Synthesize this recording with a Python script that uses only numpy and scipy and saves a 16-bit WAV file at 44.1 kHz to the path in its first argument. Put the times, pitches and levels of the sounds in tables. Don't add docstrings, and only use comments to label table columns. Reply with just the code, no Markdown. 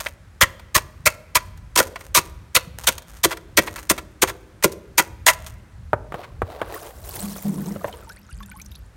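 import sys
import numpy as np
from scipy import signal
from scipy.fft import rfft, irfft
from scipy.io import wavfile
from scipy.ndimage import uniform_filter1d

SR = 44100
rng = np.random.default_rng(int(sys.argv[2]) if len(sys.argv) > 2 else 0)


def wrap_up_sound(samples):
    columns = np.atleast_2d(samples).T
    tamed = np.clip(columns, -1, 1)
    steps = np.round(tamed * 32767).astype(np.int16)
    wavfile.write(sys.argv[1], SR, steps)


N = 395136

# start_s, crush_s, shell_rel_db, bottom_rel_db, ground_thud_rel_db
BLOW_ROWS = [(0.411, 0.021, -8, -34, -22), (0.748, 0.017, -12, -31, -24), (1.058, 0.016, -8.5, -40, -27.5),
             (1.352, 0.015, -11, -35, -30), (1.759, 0.0028, -10.5, -23, -44.5),
             (1.774, 0.018, -13.5, -24.5, -43), (1.799, 0.0036, -7.5, -14.5, -28),
             (2.148, 0.038, -13.5, -28.5, -34), (2.55, 0.02, -14.5, -35.5, -30.5),
             (2.871, 0.017, -16, -28, -43.5), (3.236, 0.017, -15, -18, -35.5),
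             (3.572, 0.017, -9, -16.5, -28), (3.897, 0.016, -16, -19.5, -37),
             (4.22, 0.014, -15, -17, -33.5), (4.637, 0.013, -10.5, -14, -30),
             (4.979, 0.02, -10.5, -26.5, -54.5), (5.265, 0.036, -9.5, -43.5, -58.5)]
# mode_hz, width_hz, rel_db
WALL_MODES = [(505, 53, -2.5), (631, 48, -1), (965, 81.6, 4), (1073, 185, -1.5), (1407, 72, 1.5),
              (1580, 190, -6), (1945, 150, 1), (2280, 320, -4.5), (2690, 70, -8), (3180, 130, -11),
              (4580, 1500, -20.5)]
# mode_hz, width_hz, rel_db
FRAGMENT_MODES = [(700, 3800, 0)]
# freq_hz, rel_db_per_hz
SPINE_SPECTRUM = [(300, -27), (1200, -5), (3600, -3), (5000, -3), (6700, 0.5), (7600, -5), (8600, 0),
                  (10400, -8), (11200, -4), (14000, -6), (16000, -11)]
# freq_hz, rel_db_per_hz
RAKE_SPECTRUM = [(1200, 0), (2500, -6), (6700, -0.5), (9000, 1.5), (10400, -0.5), (12200, 0), (16000, 1)]
# freq_hz, rel_db_per_hz
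SLOSH_SPECTRUM = [(150, -19), (330, -2), (600, 1.5), (1200, -5), (1700, -11.5), (4000, -16), (7000, -29)]


def amp(db):
    return 10 ** (np.asarray(db) / 20)


def evened(x):
    return x / np.sqrt(np.mean(x ** 2) + 1e-20)


def read(points, hz):
    f, value = np.transpose(points)
    return np.interp(np.log(hz + 1), np.log(f + 1), value)


def add(mix, start_s, sound):
    part = mix[max(round(start_s * SR), 0):][:len(sound)]
    part += sound[:len(part)]


def filtered(x, response):
    return signal.oaconvolve(x, response)[:N]


def colour(points, size=4096):
    db = np.maximum(read(points, abs(np.fft.fftfreq(size, 1 / SR))), -100)
    log_spectrum = np.conj(signal.hilbert(np.log(amp(db))))
    return np.fft.ifft(np.exp(log_spectrum)).real[:size // 2]


def ring(modes, scatter_db=0, detune=0, size=3500):
    t = np.arange(size) / SR
    hz, width_hz, db = np.transpose(modes)[:, :, None]
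    share, shift = rng.standard_normal((2, len(modes), 1))
    polarity = (-1) ** np.arange(len(modes))[:, None]
    swing = polarity * np.sin(2 * np.pi * hz * (1 + detune * shift) * t)
    level = amp(db + scatter_db * share) * width_hz
    sound = (level * np.exp(-np.pi * width_hz * t) * swing).sum(0)
    return signal.sosfilt(signal.butter(2, hz.min(), "high", fs=SR, output="sos"), sound)


def sounded(drive, response, db, length_s):
    y = signal.fftconvolve(drive, response)
    return amp(db) * y * np.sqrt(length_s * SR / (np.sum(y ** 2) + 1e-20))


def snaps(per_s, spread_db, size):
    happens = rng.random(size) < per_s / SR
    big = np.minimum(rng.exponential(1, size), 4)
    return happens * rng.choice([-1, 1], size) * amp(spread_db * big)


def press(length_s, rise_s, fall_s, size=5000):
    t = np.arange(size) / SR
    return np.minimum(t / rise_s, 1) ** 2 * np.exp(-np.maximum(t - length_s, 0) / fall_s)


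def gestures(rows, rise_s, fall_s, ease_db_per_s=0):
    out, t = np.zeros(N), np.arange(2 * SR) / SR
    for start_s, length_s, db in rows:
        push = press(length_s, rise_s, fall_s, size=len(t))
        add(out, start_s, amp(db - ease_db_per_s * t) * push)
    return out


def wander(rate_hz):
    keep = np.exp(-np.fft.rfftfreq(N, 1 / SR) / rate_hz)
    return evened(irfft(rfft(rng.standard_normal(N)) * keep, N))


def bubble(hz, cycles, glide):
    turns = np.arange(0, 5 * cycles, hz / SR)
    age = turns / cycles
    pitch_hz = hz * (1 + glide * np.tanh(age / 2))
    swing = np.sin(2 * np.pi * np.cumsum(pitch_hz) / SR)
    return (1 - np.exp(-turns / 2.4)) * np.exp(-age) * swing


def fizz(spectrum, lo_hz, hi_hz, per_s, spread_db, cycles, start_s=6, stop_s=8.87, count=24):
    size = round((stop_s - start_s) * SR)
    cloud, out = np.zeros(size), np.zeros(N)
    for hz in np.geomspace(lo_hz, hi_hz, count):
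        grain = hz * amp(read(spectrum, hz)) * bubble(hz, cycles, rng.uniform(0, 0.068))
        for at, chance in rng.random((int(per_s * size / SR / count), 2)):
            big = min(-np.log(1 - chance), 4)
            add(cloud, at * size / SR, grain * amp(spread_db * big))
    add(out, start_s, evened(cloud))
    return out


def air(level_db=-44.0, gust_db=6):
    # freq_hz, rel_db_per_hz
    air_spectrum = [(18, -29.5), (35, -7.5), (50, 4), (85, 2), (160, -10), (280, -20.5), (600, -27.5),
                    (1570, -26.5), (2900, -36.5), (9000, -42.5), (16000, -53)]
    hz = np.fft.rfftfreq(N, 1 / SR)
    noise = evened(irfft(rfft(rng.standard_normal(N)) * amp(read(air_spectrum, hz)), N))
    rumble = irfft(rfft(noise) / (1 + (hz / 200) ** 4), N)
    gust = amp(gust_db * np.tanh(wander(5.2)))
    return amp(level_db) * (noise + rumble * (gust - 1))


def bumps(gain_db=-2, swell_s=0.0046):
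    # start_s, pitch_hz, rel_db
    bump_rows = [(2.673, 164, -36.5), (6.429, 81.4, -25.5)]
    out, t = np.zeros(N), np.arange(6000) / SR
    for start_s, hz, db in bump_rows:
        thump = t * np.exp(-t / swell_s) * np.sin(2 * np.pi * hz * t)
        add(out, start_s, sounded(np.ones(1), thump, db + gain_db, 0.03))
    return out


def drips(gain_db=6, cycles=11, linger=1.3, glide=0.86, splat_db=-5, splat_s=0.0019, small_db=-55, spray_db=-56):
    # start_s, bubble_start_hz, rel_db, shallowness (0-1)
    drip_rows = [(7.929, 2960, -37.5, 0.16), (8.073, 903, -42, 0.04), (8.095, 5040, -39.5, 0.2),
                 (8.099, 1390, -37, 0.3), (8.12, 3500, -51, 0.8), (8.166, 1700, -50, 1),
                 (8.291, 1286, -45, 0.3), (8.321, 2430, -53, 0.1), (8.406, 1114, -37.5, 0),
                 (8.432, 3430, -40.5, 0.1), (8.43, 1720, -46, 0), (8.487, 1470, -50, .1),
                 (8.516, 2280, -43, .1), (8.518, 1460, -42, .05), (8.601, 2180, -41.5, 0.24),
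                 (8.618, 5900, -35, 0.13), (8.663, 5700, -40, 0.1), (8.719, 3520, -44, 0.15),
                 (8.755, 3530, -41, 0.4)]
    run_off_s, run_off_length_s, run_off_rise_s, run_off_fall_s = 7.9, 0.86, 0.083, 0.086
    out, t = np.zeros(N), np.arange(SR // 20) / SR
    for start_s, hz, db, shallow in drip_rows:
        chirp = bubble(hz, cycles * (1 + linger * shallow), glide * shallow)
        add(out, start_s, amp(db + gain_db) * chirp)
        plop = rng.standard_normal(len(t)) * np.exp(-t / splat_s)
        add(out, start_s - 0.002, sounded(plop, ring([(hz, hz, 0)]), db + splat_db, 2 * splat_s))
    small = amp(small_db) * fizz(SLOSH_SPECTRUM, 848, 3220, 150, 4.9, 7.4, start_s=8.29, stop_s=8.6)
    spray = amp(spray_db) * fizz(RAKE_SPECTRUM, 2400, 13000, 260, 4, 4, start_s=run_off_s)
    run_off = gestures([(run_off_s, run_off_length_s, 0)], run_off_rise_s, run_off_fall_s)
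    return out + small + spray * run_off


def judder(slip_hz=194, jitter=0.1484, scrape=0.08):
    # mode_hz, width_hz, rel_db
    basin_modes = [(154, 12, 4), (199.5, 13.7, 5), (300, 34, -7), (410, 76, -14.5), (537, 200, -28)]
    # start_s, length_s, initial_level_db
    bout_rows = [(7.16, 0.024, -33.5), (7.22, 0.13, -33.5), (7.44, 0.19, -23.5), (7.65, 0.098, -28.5)]
    unsteady = evened(uniform_filter1d(rng.standard_normal(N), 300))
    turns = np.cumsum(slip_hz * (1 + jitter * unsteady)) / SR
    slips = np.diff(np.floor(turns), prepend=0)
    wall = filtered(slips + scrape * rng.standard_normal(N), ring(basin_modes))
    return evened(wall) * gestures(bout_rows, rise_s=0.018, fall_s=0.04, ease_db_per_s=31)


def basin(rake_db=-1, wet_db=-5, water_db=-4.0, churn_db=-6.0, surge_db=2.0):
    # start_s, length_s, rub_rel_db, stir_rel_db
    stroke_rows = [(6.072, 0.15, -68, -40), (6.404, 0.32, -60.5, -38.5), (6.66, 0.2, -45, -41),
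                   (6.99, 0.34, -37.5, -41), (7.372, 0.39, -48.5, -43.5), (7.767, 0.24, -62, -43.5)]
    rise_s, rub_fall_s, water_fall_s = 0.083, 0.11, 0.075
    start_s, length_s, rub_db, stir_db = np.transpose(stroke_rows)
    rubbing = gestures(zip(start_s, length_s, rub_db), rise_s, rub_fall_s)
    stirring = gestures(zip(start_s, length_s, stir_db), rise_s, water_fall_s)
    flicks = evened(filtered(snaps(2400, 3.8, N), colour(RAKE_SPECTRUM)))
    plinks = fizz(RAKE_SPECTRUM, 2000, 14500, 800, 6, 5)
    spines = amp(rake_db) * flicks + amp(wet_db) * plinks
    churn = evened(filtered(snaps(1300, 3.8, N), colour(SLOSH_SPECTRUM)))
    bubbles = fizz(SLOSH_SPECTRUM, 290, 1990, 750, 5.3, 4.3)
    water = amp(water_db) * bubbles + amp(churn_db) * churn
    return (spines * rubbing + water * stirring) * amp(surge_db * wander(34.0))


def knocks(rattle=0.12, rattle_s=0.0058, length_s=0.011):
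    # start_s, low_db, bright_db
    knock_rows = [(5.932, -12, -28.5), (6.122, -34, -34.5), (6.142, -26.5, -33.5), (6.419, -19, -30),
                  (6.616, -21.5, -27), (7.362, -37, -54), (7.761, -31, -47), (7.844, -21, -34)]
    # freq_hz, rel_db_per_hz
    low_spectrum = [(40, -48), (95, 3), (220, -8.5), (580, 3), (720, -2), (1250, -6), (1600, -8.5),
                    (2100, -16.5), (5000, -63.5)]
    # freq_hz, rel_db_per_hz
    bright_spectrum = [(400, -63), (1200, 14), (2200, 4), (3600, -7), (5000, -24), (9000, -17.5),
                       (16000, -27)]
    out, t = np.zeros(N), np.arange(2000) / SR
    for start_s, low_db, bright_db in knock_rows:
        chatter = rattle * rng.standard_normal(len(t)) * np.exp(-t / rattle_s)
        drive = (t == 0) + chatter
        add(out, start_s, sounded(drive, colour(low_spectrum), low_db, length_s))
        add(out, start_s, sounded(drive, colour(bright_spectrum), bright_db, length_s))
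    return out


def debris(chips_db=-35, settle_s=0.028, heap_db=-2, shell_db=-3, creep_db=-64, creep_s=0.18, clump_db=3):
    # start_s, length_s, rel_db
    crunch_rows = [(0, 0.076, -38.5), (1.97, 0.091, -48.5), (2.78, 0.11, -40.5), (3.07, 0.13, -49.5),
                   (3.64, 0.19, -44.5), (5.41, 0.1, -48.5)]
    falling, t = np.zeros(N), np.arange(SR) / SR
    chips = snaps(600, 4.2, N) * amp(clump_db * wander(60))
    for start_s, crush_s, *_ in BLOW_ROWS:
        rain = amp(chips_db) * np.exp(-t / settle_s)
        creep = amp(creep_db) * np.exp(-t / creep_s)
        add(falling, start_s + crush_s, rain + creep)
    spines = evened(filtered(chips, colour(SPINE_SPECTRUM)))
    shell = evened(filtered(chips, ring(FRAGMENT_MODES)))
    crunching = amp(heap_db) * gestures(crunch_rows, rise_s=0.0059, fall_s=0.023)
    return (spines + amp(shell_db) * shell) * (falling + crunching)


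def touches(shell_db=-4, clack_db=-3):
    # start_s, length_s, spines_db, shell_rel_db
    touch_rows = [(0.001, 0.006, -27, -28), (0.061, 0.0026, -43.5, -18), (0.595, 0.003, -48, -36.5),
                  (0.775, 0.0046, -20, -16), (1.574, 0.0024, -47, -49.5), (1.958, 0.0015, -45.5, -20.5),
                  (2.008, 0.0017, -38, -31.5), (2.837, 0.0022, -29, -29.5), (2.923, 0.0021, -29, -45.5),
                  (2.979, 0.0025, -28, -33), (3.02, 0.0011, -38, -44.5), (3.167, 0.0033, -43.5, -46.5),
                  (3.308, 0.024, -33.5, -25.5), (3.37, 0.0022, -35, -30.5), (3.673, 0.0075, -36.5, -24.5),
                  (3.759, 0.0041, -31, -28.5), (3.781, 0.0044, -42.5, -31.5), (3.978, 0.011, -35.5, -28),
                  (4.274, 0.032, -33, -29.5), (4.625, 0.0075, -29, -27), (4.718, 0.0097, -36.5, -56),
                  (5.332, 0.0028, -27, -34), (5.464, 0.0065, -34.5, -39), (6.233, 0.017, -69, -38)]
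    out, spines = np.zeros(N), colour(SPINE_SPECTRUM)
    for start_s, length_s, spine_db, mid_db in touch_rows:
        force = press(0.9 * length_s, 0.00035, 0.0064)
        drive = snaps(2500, 2.3, len(force)) * force
        rub = rng.standard_normal(len(force)) * force
        add(out, start_s, sounded(drive, spines, spine_db, length_s))
        add(out, start_s, sounded(drive, ring(WALL_MODES, 1.4, 0.015), mid_db + shell_db, length_s))
        add(out, start_s, sounded(rub, ring(FRAGMENT_MODES), mid_db + clack_db, length_s))
    return out


def clacks(length_s=0.011, width_hz=450):
    # start_s, pitch_hz, level_db
    clack_rows = [(0.062, 2204, -24.5), (0.417, 3270, -14), (2.557, 2700, -12.5), (2.56, 4060, -15.5),
                  (2.873, 3270, -18.5), (4.222, 1011, -13.5), (5.283, 2900, -12)]
    out = np.zeros(N)
    for start_s, hz, db in clack_rows:
        force = press(length_s, 0.001, 0.0038)
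        clicks = snaps(1900, 11, len(force)) * force
        add(out, start_s, sounded(clicks, ring([(hz, width_hz, 0)]), db, length_s))
    return out


def pounding(shell_db=-1.5, bottom_db=1, thud_db=1, lead_s=0.0057, brush=0.19, lumpy_db=3.0):
    # mode_hz, width_hz, rel_db
    bottom_modes = [(151, 30, -4.5), (211, 73, -7), (320.2, 47, -2), (389, 50, 0.5), (529, 29, 0),
                    (697, 70, -10)]
    spines_db = -11
    out, spines = np.zeros(N), colour(SPINE_SPECTRUM)
    ground = ring([(55.0, 85, -1), (168, 200, -14.0)])
    for start_s, crush_s, mid_db, low_db, ground_db in BLOW_ROWS:
        tips = press(1.16 * crush_s, 0.0009, 0.004, size=3500)
        shell = press(crush_s, 0.0013, 0.0063, size=3500)
        size = len(tips)
        t = np.arange(size) / SR
        steps = evened(uniform_filter1d(rng.standard_normal(size), size=130))
        gives_way = amp(lumpy_db * steps)
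        fractures = snaps(4000, 3.8, size)
        splinters = fractures + 1.6 * snaps(16000, 4.2, size)

        splintering = splinters * gives_way * tips * np.exp(-t / 0.033)
        add(out, start_s, sounded(splintering, spines, spines_db, crush_s))
        brushing = splinters * press(lead_s, lead_s, 0.00059, size)
        add(out, start_s - lead_s, sounded(brushing, spines, spines_db, brush ** 2 * lead_s))
        cracking = fractures * gives_way * shell
        add(out, start_s, sounded(cracking, ring(WALL_MODES, 3.4, 0.0072), mid_db + shell_db, crush_s))
        push = snaps(3000, 3.2, size) * press(crush_s, 0.49 * crush_s, 0.006, size)
        add(out, start_s, sounded(push, ring(bottom_modes, 1.0, 0.0094), low_db + bottom_db, crush_s))
        thud = sounded(np.ones(1), ground, ground_db + thud_db, crush_s)
        add(out, start_s + 0.83 * crush_s, thud)
    return out


def echoes(x, strength, t60, delay_s):
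    hz, t, z = signal.stft(rng.standard_normal(SR), SR, nperseg=256)
    decay = amp(-60 * t / read(t60, hz)[:, None])
    band_rms = np.sqrt(SR * np.mean(decay ** 2, axis=1, keepdims=True))
    decay *= amp(read(strength, hz))[:, None] / band_rms
    response = signal.istft(z * decay, SR, nperseg=256)[1]
    out = np.zeros(N)
    add(out, delay_s, signal.oaconvolve(x, response))
    return out


def scene():
    # freq_hz, strength_db
    near_strength = [(100, -14), (400, -14), (1000, -22), (4000, -20), (16000, -21)]
    # freq_hz, strength_db
    yard_strength = [(100, -26), (400, -17), (1000, -31), (2000, -31), (4000, -31.5), (8000, -32.5),
                     (16000, -37.5)]
    # freq_hz, t60_s
    yard_decay = [(100, -2), (400, 1.03), (2000, 1.12), (8000, 0.4), (16000, 0.7)]
    near_decay = [(200, 0.87), (2000, 0.23), (12000, 0.047)]  # freq_hz, t60_s
    pot = pounding() + clacks() + touches() + debris()
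    hands = knocks() + bumps() + basin() + judder() + drips()
    direct = pot + hands
    near = echoes(direct, near_strength, near_decay, 0.006)
    yard = echoes(direct, yard_strength, yard_decay, 0.019)
    return (direct + near + yard + air())[None]


def record(dry, ceiling=0.81, edge_hz=16100):
    limited = dry / (1 + (dry / ceiling) ** 4) ** (1 / 4)
    lowpass = signal.firwin(401, edge_hz, window=("kaiser", 8), fs=SR)
    return signal.oaconvolve(limited, lowpass[None], "same")


dry = scene()
out = record(dry)
wrap_up_sound(out)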